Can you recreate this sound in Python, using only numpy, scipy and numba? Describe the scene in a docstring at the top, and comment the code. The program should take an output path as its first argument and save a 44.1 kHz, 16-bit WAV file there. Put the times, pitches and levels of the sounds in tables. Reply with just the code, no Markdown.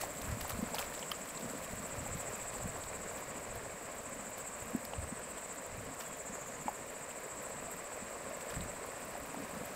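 """Boiling spring with cicadas

A hot spring boils in a small rock hollow outdoors. Swarms of ringing bubbles make the churn, the deep
heave and the gurgle; single tones make the gulps, and tones with a crack of noise make the pops.
Spray is tiny ringing drops, and larger drops are short noise bursts. Clicks ring a cicada's body in about
14 chirps a second, over a fainter cicada; filtered noise makes a distant chorus and a faint hiss.
A far bird whistles once, as a falling sine tone."""
import sys
import numpy as np
from scipy import signal
from scipy.fft import rfft, irfft, next_fast_len
from scipy.io import wavfile
from numba import njit

SR = 44100
rng = np.random.default_rng(int(sys.argv[2]) if len(sys.argv) > 2 else 0)


def dump_mix(stems):
    """Bounce the given channels to the path in sys.argv[1] as a 16-bit WAV at rate SR."""
    frames = np.atleast_2d(stems).T  # one column per channel
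    limited = np.clip(frames, -1, 1)  # hard clip at full scale
    pcm = np.round(limited * 32767).astype(np.int16)
    wavfile.write(sys.argv[1], SR, pcm)


N = 429975  # length in samples
T = np.arange(N) / SR  # time in seconds

# Loudness of the rolling boil, before a small trim: t/s, level/dB
BOIL_LEVEL = [(0, -46.5), (.8, -45.5), (1.2, -47.5), (2.3, -45.5), (3.2, -46.5), (4, -47.5), (5.2, -47.5),
              (6.5, -47.5), (8.3, -46.5), (9.75, -46.5)]
# Boil spectrum, with the hollow's resonances: f/Hz, relative level/dB
HOLLOW_SPECTRUM = [(100, -25), (170, -15.5), (260, -12), (350, -10), (450, -2.5), (550, 0), (680, -2),
                   (820, -9), (1030, -4.5), (1400, -10.5), (1750, -9.5), (2450, -12.5), (3300, -24),
                   (6000, -23.5)]
# Deep water between steam pockets, before trims and slow drift: t/s, heave level/dB, gurgle level/dB
SIMMER_LEVELS = [(0, -55, -49.5), (1.2, -63, -50.5), (2.6, -54.5, -52.5), (4.5, -62, -54.5),
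                 (7, -63, -54.5), (9.75, -60.5, -52)]
# Spectrum of the deep heave: f/Hz, relative level/dB
DEEP_SPECTRUM = [(20, -6.5), (40, -5), (70, -3), (115, -3), (160, -8), (300, -33), (900, -60)]
# Spectrum of the gurgle: f/Hz, relative level/dB
GURGLE_SPECTRUM = [(70, -29), (140, -4.5), (210, 1.0), (290, -0.5), (360, -24), (600, -23)]
# Big steam pockets; levels are before trims, and the pitch is where the rise starts:
# t/s, peak level/dB, f/Hz, cycles to fade by 60 dB, heave level/dB, gurgle level/dB
STEAM_POCKETS = [(0.285, -34, 84, 7, -50, -58), (0.317, -28.5, 110, 13, -46, -50),
                 (0.42, -39, 75, 5, -49, -63), (0.587, -29, 200, 6.1, -46.5, -48),
                 (0.624, -24, 218, 8, -53, -48), (0.52, -47, 100, 6, -55, -58),
                 (0.84, -53, 130, 6, -55, -52), (1.454, -41, 176, 9.8, -61, -42.5),
                 (1.778, -49, 100, 6, -53, -50), (1.974, -35, 98, 5.3, -52, -57),
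                 (2.022, -36, 130, 6, -53, -49), (2.145, -31.5, 144, 5.4, -45.5, -56),
                 (2.653, -28, 175, 5.3, -46, -46), (2.979, -40, 190, 7, -61, -51),
                 (3.38, -48, 200, 7, -59, -51.5), (3.55, -50, 90, 6, -51, -58),
                 (4.16, -51, 200, 7, -59, -47.5), (4.617, -42, 108, 6.7, -55, -67),
                 (4.746, -20.5, 239, 7.9, -67, -42.5), (4.977, -30, 79.6, 3.9, -54, -65),
                 (5.025, -37, 78.1, 8, -51, -60), (5.12, -31.5, 210, 7, -66, -48.5),
                 (5.774, -38, 113, 6.4, -49, -54), (5.902, -49, 231, 7.7, -60, -47),
                 (6.293, -39, 190, 5.6, -69, -51), (6.655, -32, 240, 9.7, -66, -53),
                 (7.59, -51, 111, 6, -57, -58), (8.02, -34.5, 213.7, 6.2, -69, -60),
                 (8.596, -35.5, 170, 6.1, -43.5, -50), (9.398, -34.5, 272, 11, -65, -44),
                 (9.606, -35.5, 169, 4.9, -65, -47)]
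# Bursting domes; the pitch is where the rise starts: t/s, peak level of the ring/dB, f/Hz,
# cycles to fade by 60 dB
BURSTS = [(0.017, -32, 5760, 9.9), (0.036, -30, 730, 4), (0.219, -37, 6030, 14), (0.414, -38, 4650, 14),
          (0.448, -30, 785, 2.8), (0.504, -30, 1180, 2.2), (0.743, -31, 805, 7.9), (0.759, -33.5, 4480, 14),
          (0.783, -30, 1280, 2.5), (0.794, -32.5, 620, 6), (0.784, -27, 3100, 10), (0.826, -30.5, 2420, 6),
          (0.924, -36, 1630, 5.4), (0.993, -35.5, 5360, 14), (1.027, -33, 2980, 16), (1.116, -33, 1200, 29),
          (1.116, -26, 3090, 31), (1.374, -38, 4010, 14), (2.063, -37, 830, 8), (2.552, -40, 846, 8),
          (2.838, -41, 3900, 16), (4.852, -37, 5000, 14), (4.934, -33.5, 754, 3.7), (4.936, -36, 2850, 17),
          (5.38, -44, 3170, 15), (6.6812, -20, 860, 5.2), (6.688, -31.5, 760, 8), (7.109, -43, 2800, 12),
          (8.51, -42, 3230, 14), (8.54, -37, 1500, 5.5), (8.564, -38, 1870, 7), (8.608, -34.5, 3600, 5),
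          (9.152, -35, 690, 7), (9.344, -34, 880, 6.1)]
# Larger drops hitting water and rock; all levels are before trims:
# t/s, peak level of the tick/dB, slap relative to the tick/dB, level of the flurry around it/dB
LARGE_DROPS = [(0.0143, -30.5, -10.5, -47), (0.2187, -32, -15, -69), (0.41, -31, -8, -55),
               (0.479, -33, -17, -58), (0.497, -30, -13, -51.5), (0.7517, -49, 0, -50.5),
               (0.79, -26.5, -8, -46), (0.814, -37, -6, -57), (0.845, -42, -2, -60), (0.9478, -43, 0, -59),
               (1.1157, -30.5, -6, -64), (1.41, -43, -5, -59), (1.6462, -38, -10, -65),
               (2.21, -41, -14, -58), (2.54, -45, -10, -58), (2.837, -43, -1, -61), (3.18, -43, -5, -57),
               (3.5553, -37, -13, -62), (4.2896, -46, -15, -70), (4.3829, -40, -16, -53.5),
               (4.8506, -34.5, -16, -68), (5.38, -48, -5.5, -63), (5.5585, -45, -15, -68),
               (6.008, -40, -2, -54), (6.02, -42, -4, -64), (6.4742, -42, -23, -74), (8.41, -43, -3, -60),
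               (8.5031, -49, -10, -53.5), (8.545, -42, -6, -56)]
# Fine spray between the large drops, before trims: t/s, level/dB
SPRAY_LEVEL = [(0, -59.5), (1.5, -61.5), (2.6, -63.5), (3.5, -71), (4.3, -75), (8.1, -74), (8.7, -68.5),
               (9.75, -63.5)]
# Spectrum of the fine spray: f/Hz, relative level/dB
SPRAY_SPECTRUM = [(500, -25), (1200, 10), (3000, 2), (5000, 1.5), (8000, 3.5), (12000, 3.5), (16000, 4.5)]
# The near cicada's loudness, before a small trim: t/s, level/dB
SONG_LEVEL = [(0, -50.5), (0.6, -55), (1.0, -50.5), (1.6, -52.5), (1.8, -50), (2.35, -48), (3.0, -50.5),
              (3.75, -55.5), (4.5, -50.5), (4.85, -54.5), (5.5, -49.5), (5.75, -56.5), (6.1, -49.5),
              (6.95, -55), (7.55, -50), (8.25, -56.5), (8.6, -51.0), (9.2, -56.5)]
# Its body resonance, tightened once and slackened once, before sag and wobble: t/s, f/Hz
BODY_PITCH = [(0, 7850), (2.4, 7880), (4.5, 7850), (5.13, 8260), (5.5, 7870), (6.1, 7820), (6.42, 7400),
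              (6.9, 7900), (9.75, 8080)]
# Its pace, steady but for two brief spurts: t/s, chirps per second/Hz
CHIRP_PACE = [(0, 14.33), (2.5, 14.31), (2.8, 15.2), (3.1, 14.46), (8.5, 14.46), (8.9, 14.9), (9.4, 14.45)]
# One chirp swells and breaks off: share of the cycle (0 to 1), drive level/dB
CHIRP_SHAPE = [(0, -17), (.12, -9.5), (.3, -5), (.48, -.5), (.68, -3), (.75, -15), (1, -14)]
# Spectrum of the distant chorus: f/Hz, relative level/dB
CHORUS_SPECTRUM = [(4000, -50), (6300, -14), (6900, -5), (7800, -0.5),
                   (8500, -4), (9300, -12), (12000, -32)]
# The bird's whistle: t/s, f/Hz, level of the sine peak/dB
WHISTLE = [(6.04, 3460, -120), (6.055, 3430, -59), (6.09, 3320, -66),
           (6.14, 3290, -63), (6.17, 3260, -68), (6.2, 3250, -120)]
# Spectrum of the faint hiss: f/Hz, relative level/dB
HISS_SPECTRUM = [(30, -33), (300, 12.5), (2000, 2), (4500, 1.5), (6500, -4), (10000, -0.5), (16000, -1.5)]

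SWELL_S, SETTLE_S = 0.074, 0.089  # the pool swells ahead of a steam pocket, then settles
GATHER_S, SCATTER_S = 0.0089, 0.026  # spray gathers around a large drop, then thins out
UNREST_DB = 0.5  # slow random rise and fall of the heave; half as much for the gurgle
TICKS_DB = -66  # droplets on rock, before reflections
FIRST_CHIRP_S = .006
NEAR_CLICK_HZ, FAR_CLICK_HZ = 390.3, 377  # clicks per second
CLICK_S = .00016  # time scale of one click; it peaks three times this long after its start
RING_WIDTH_HZ = 1000  # how far the clicks spread either side of the resonance
# The farther cicada's averages: level/dB, resonance/Hz, chirps per second
FAR_DB, FAR_HZ, FAR_RATE = -60.74, 7900, 13.1
HISS_DB = -59.5
TOP_HZ = 15600


def undb(db):
    """Turn decibels into gain."""
    return 10 ** (np.asarray(db) / 20)


def unit(x):
    """Scale to an average (rms) strength of 1."""
    return x / np.sqrt(np.mean(x ** 2))


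def curves(table):
    """Draw each column of a time table as a curve, sample by sample."""
    s, *columns = np.transpose(table)
    return [np.interp(T, s, c) for c in columns]


def colour(x, points):
    """Shape a sound with a spectrum and bring it to rms 1."""
    hz, db = np.transpose(points)
    size = next_fast_len(N)
    f = np.maximum(np.arange(size // 2 + 1) * SR / size, 1)
    gain = undb(np.interp(np.log(f), np.log(hz), db))
    return unit(irfft(rfft(x, size) * gain, size)[:N])


def band(x, low_hz, high_hz):
    """Gently keep only a range of pitches."""
    return signal.sosfilt(signal.butter(2, [low_hz, high_hz], "band", fs=SR, output="sos"), x)


def walk(rate):
    """Wander at random, with `rate` new targets a second and a spread near 1."""
    steps = rng.standard_normal(4096)
    return np.interp(T * rate, np.arange(len(steps)), steps) * np.sqrt(3 / 2)


def add(out, s, sound):
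    """Mix in a short sound at time s."""
    i = int(s * SR)
    out[i:i + len(sound)] += sound[:max(N - i, 0)]


@njit
def ring(start, hz, cycles, size, rise):
    """Sum fading bubble tones whose pitch climbs as they near the surface."""
    out = np.zeros(N)
    for k in range(len(start)):
        length = int(cycles[k] * SR / hz[k]) + 2
        turn = 2j * np.pi * hz[k] / SR
        step = np.exp(turn - 6.9 / length)  # fades by 60 dB over its length
        glide = np.exp(turn * rise / length)
        z = size[k] + 0j
        for i in range(start[k], min(start[k] + length, N)):
            out[i] += z.imag
            z, step = z * step, step * glide
    return out


def swarm(low_hz, high_hz, cycles, spread_db, rise, count):
    """Ring bubbles of random size and moment, with a flat spectrum on average; rms 1."""
    when, pitch, damping, force, sign = rng.random((count, 5)).T
    hz = low_hz + (high_hz - low_hz) * pitch
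    boost_db = -spread_db * np.log(np.maximum(force, 1 / 300))  # a few are much louder
    size = np.sqrt(hz) * undb(boost_db) * np.sign(sign - .5)
    return unit(ring((when * N).astype(np.int64), hz, cycles * (.5 + damping), size, float(rise)))


def bubble(hz, cycles, swell, rise):
    """Ring one cavity: it swells over `swell` cycles, then fades with climbing pitch; peak 1."""
    turn = T[:SR // 5] * hz
    life = np.minimum(turn / cycles, 2)
    onset = 1 - np.exp(-(turn / swell) ** 2)
    fade = np.exp(-np.log(1000) * life)
    y = onset * fade * np.sin(2 * np.pi * turn * (1 + rise * life))
    return y / np.abs(y).max()


def rocks(x, t60, wet_db):
    """Add a scatter of reflections from rough rock, fading by 60 dB in t60 seconds."""
    t = T[:SR // 3]
    tail = rng.standard_normal(len(t)) * undb(-60 * t / t60) * (t > .002)
    return x + undb(wet_db) * signal.fftconvolve(x, tail / np.linalg.norm(tail))[:N]


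def stirred(calm_db, times, peaks_db, attack_s, release_s):
    """Raise a level around each event and let it calm again, by adding powers; gives dB."""
    power = undb(calm_db) ** 2
    for s, db in zip(times, peaks_db):
        near = slice(int(max(s - 4 * attack_s, 0) * SR), int((s + 4 * release_s) * SR))
        age = T[near] - s
        shape = np.exp(np.where(age < 0, -(age / attack_s) ** 2, -age / release_s))
        power[near] += (undb(db) * shape) ** 2
    return 10 * np.log10(power)


def churn(level_db):
    """The rolling boil: dense bubbles coloured by the hollow's resonances."""
    bubbles = swarm(low_hz=106.7, high_hz=5940, cycles=10.9, spread_db=2.0, rise=0.29, count=80000)
    return colour(bubbles, HOLLOW_SPECTRUM) * undb(level_db + 0.14 + .5 * walk(25))


def heave(level_db, gurgle_db):
    """Deep steam pockets that fade fast shake the pool; smaller ones gurgle above them."""
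    pockets = swarm(low_hz=22, high_hz=274, cycles=4.2, spread_db=2.5, rise=0.073, count=3500)
    small = swarm(low_hz=113, high_hz=385, cycles=11.3, spread_db=2.3, rise=0.14, count=1800)
    deep = colour(pockets, DEEP_SPECTRUM) * undb(level_db - 0.5)
    gurgle = colour(small, GURGLE_SPECTRUM) * undb(gurgle_db - 4.5)
    return deep + gurgle


def surges():
    """Each steam pocket sets the deep water heaving and gurgling."""
    calm_heave, calm_gurgle = curves(SIMMER_LEVELS)
    unrest = UNREST_DB * walk(9.8)
    s, *_, heave_db, gurgle_db = np.transpose(STEAM_POCKETS)
    heave_level = stirred(calm_heave + unrest, s, heave_db, SWELL_S, SETTLE_S)
    gurgle_level = stirred(calm_gurgle + .5 * unrest, s, gurgle_db, SWELL_S, SETTLE_S)
    return heave(heave_level, gurgle_level)


def gulps():
    """Large pockets surface with a short low gulp, a ringing cavity that climbs in pitch."""
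    out = np.zeros(N)
    for s, db, hz, cycles, *_ in STEAM_POCKETS:
        add(out, s + 0.0015, undb(db - 3.2) * bubble(hz, cycles, swell=0.78, rise=0.045))
    return rocks(out, t60=0.081, wet_db=-8.5)


def pops():
    """A dome tears with a wet crack of noise and its cavity rings."""
    out, t = np.zeros(N), T[:SR // 5]
    for s, db, hz, cycles in BURSTS:
        crack = band(rng.standard_normal(len(t)), .3 * hz, 1.17 * hz) * t * np.exp(-t / 0.0016)
        crack /= np.abs(crack).max()
        cavity = bubble(hz, cycles, swell=1.9, rise=.03)
        add(out, s, undb(db) * (cavity + undb(-9.5) * crack))
    return rocks(out, t60=.03, wet_db=-10.5)


def spray(level_db):
    """Fine droplets fizz as very short rings; tiny bubbles plink longer among them."""
    drops = swarm(low_hz=910, high_hz=17600, cycles=3.0, spread_db=4.0, rise=0.12, count=60000)
    plinks = swarm(low_hz=2190, high_hz=5500, cycles=15, spread_db=2.5, rise=.08, count=420)
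    fizz = colour(drops, SPRAY_SPECTRUM) * undb(level_db + 6.5 + 0.85 * walk(70))
    return fizz + plinks * undb(level_db - 6.5)


def flurries():
    """Each large drop comes down in a flurry of spray; stray droplets tick on rock throughout."""
    s, *_, flurry_db = np.transpose(LARGE_DROPS)
    level_db = stirred(*curves(SPRAY_LEVEL), s, flurry_db, GATHER_S, SCATTER_S)
    droplets = swarm(low_hz=9000, high_hz=16000, cycles=4, spread_db=2.0, rise=.05, count=600)
    ticks = rocks(band(droplets, 9900, 17000), t60=0.018, wet_db=1)
    return spray(level_db) + ticks * undb(TICKS_DB)


def splats():
    """Larger drops hit as noise bursts: a sharp tick, a brief scatter and a duller slap."""
    out, t = np.zeros(N), T[:SR // 20] - .005
    for s, db, slap_db, _ in LARGE_DROPS:
        contact = np.exp(-np.abs(t) / 0.00035)
        scatter = np.exp(np.minimum(t / 0.0032, -t / 0.0031))
        hit = rng.standard_normal(len(t)) * (contact + undb(5) * scatter)
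        tick, slap = band(hit, 7000, 16900), band(hit, 750, 7000)
        both = (tick + undb(slap_db + 10.0) * slap) / np.abs(tick).max()
        add(out, s - .0035, undb(db + 0.5) * both)
    return out


def cicada(level_db, body_hz, rate, click_hz):
    """Clicks of a ribbed plate keep the body ringing; each chirp swells, sags in pitch and breaks off."""
    cycle = (np.cumsum(rate) / SR - rate[0] * FIRST_CHIRP_S + .02 * walk(8)) % 1
    effort = undb(np.interp(cycle, *np.transpose(CHIRP_SHAPE)) + .9 * walk(25))
    # the muscle keeps a steady click rate; weak clicks come less evenly
    click_phase = (click_hz * T + .008 * walk(200) / effort) % 1
    age = click_phase / click_hz / CLICK_S
    clicks = age ** 3 * np.exp(-age) * undb(walk(click_hz))
    # the ring drags as each click dies; it is clean in strong clicks and rough in weak ones
    phase = .24 * walk(click_hz) / effort - .15 * age
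    drive = effort * clicks * np.exp(1j * phase)
    swing = signal.sosfilt(signal.butter(3, RING_WIDTH_HZ, fs=SR, output="sos"), drive)
    sag = 1 - .28 * np.clip(cycle - .42, 0, .33) ** 2
    ring_hz = body_hz * sag * (1 + .004 * walk(14))
    song = np.real(swing * np.exp(2j * np.pi * np.cumsum(ring_hz) / SR))
    return unit(rocks(song, t60=.1, wet_db=-15)) * undb(level_db)


def cicadas():
    """A near cicada and a fainter one, at different paces, drift in and out of step."""
    song_db, = curves(SONG_LEVEL)
    near = cicada(song_db - 0.24, *curves(BODY_PITCH), *curves(CHIRP_PACE), NEAR_CLICK_HZ)
    far_hz = FAR_HZ * (1 + .015 * walk(1))
    far = cicada(FAR_DB + 2 * walk(1), far_hz, FAR_RATE + .5 * walk(1), FAR_CLICK_HZ)
    return near + far


def chorus():
    """Distant cicadas blur into a narrow hiss, made of filtered noise."""
    return colour(rng.standard_normal(N), CHORUS_SPECTRUM) * undb(-57.0 + 1.0 * walk(9))


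def bird():
    """One faint falling whistle from far off, a pure sine tone."""
    hz, db = curves(WHISTLE)
    return undb(db) * np.sin(2 * np.pi * np.cumsum(hz) / SR)


def hiss():
    """A faint steady hiss, made of filtered noise."""
    return colour(rng.standard_normal(N), HISS_SPECTRUM) * undb(HISS_DB)


def scene():
    """Mix the spring, the insects, the bird and the hiss."""
    water = churn(*curves(BOIL_LEVEL)) + surges() + gulps() + pops() + flurries() + splats()
    return (water + cicadas() + chorus() + bird() + hiss())[None]


def record(dry):
    """Cut the treble steeply above TOP_HZ."""
    return signal.sosfilt(signal.ellip(10, .2, 70, TOP_HZ, fs=SR, output="sos"), dry)


dry = scene()
out = record(dry)
dump_mix(out)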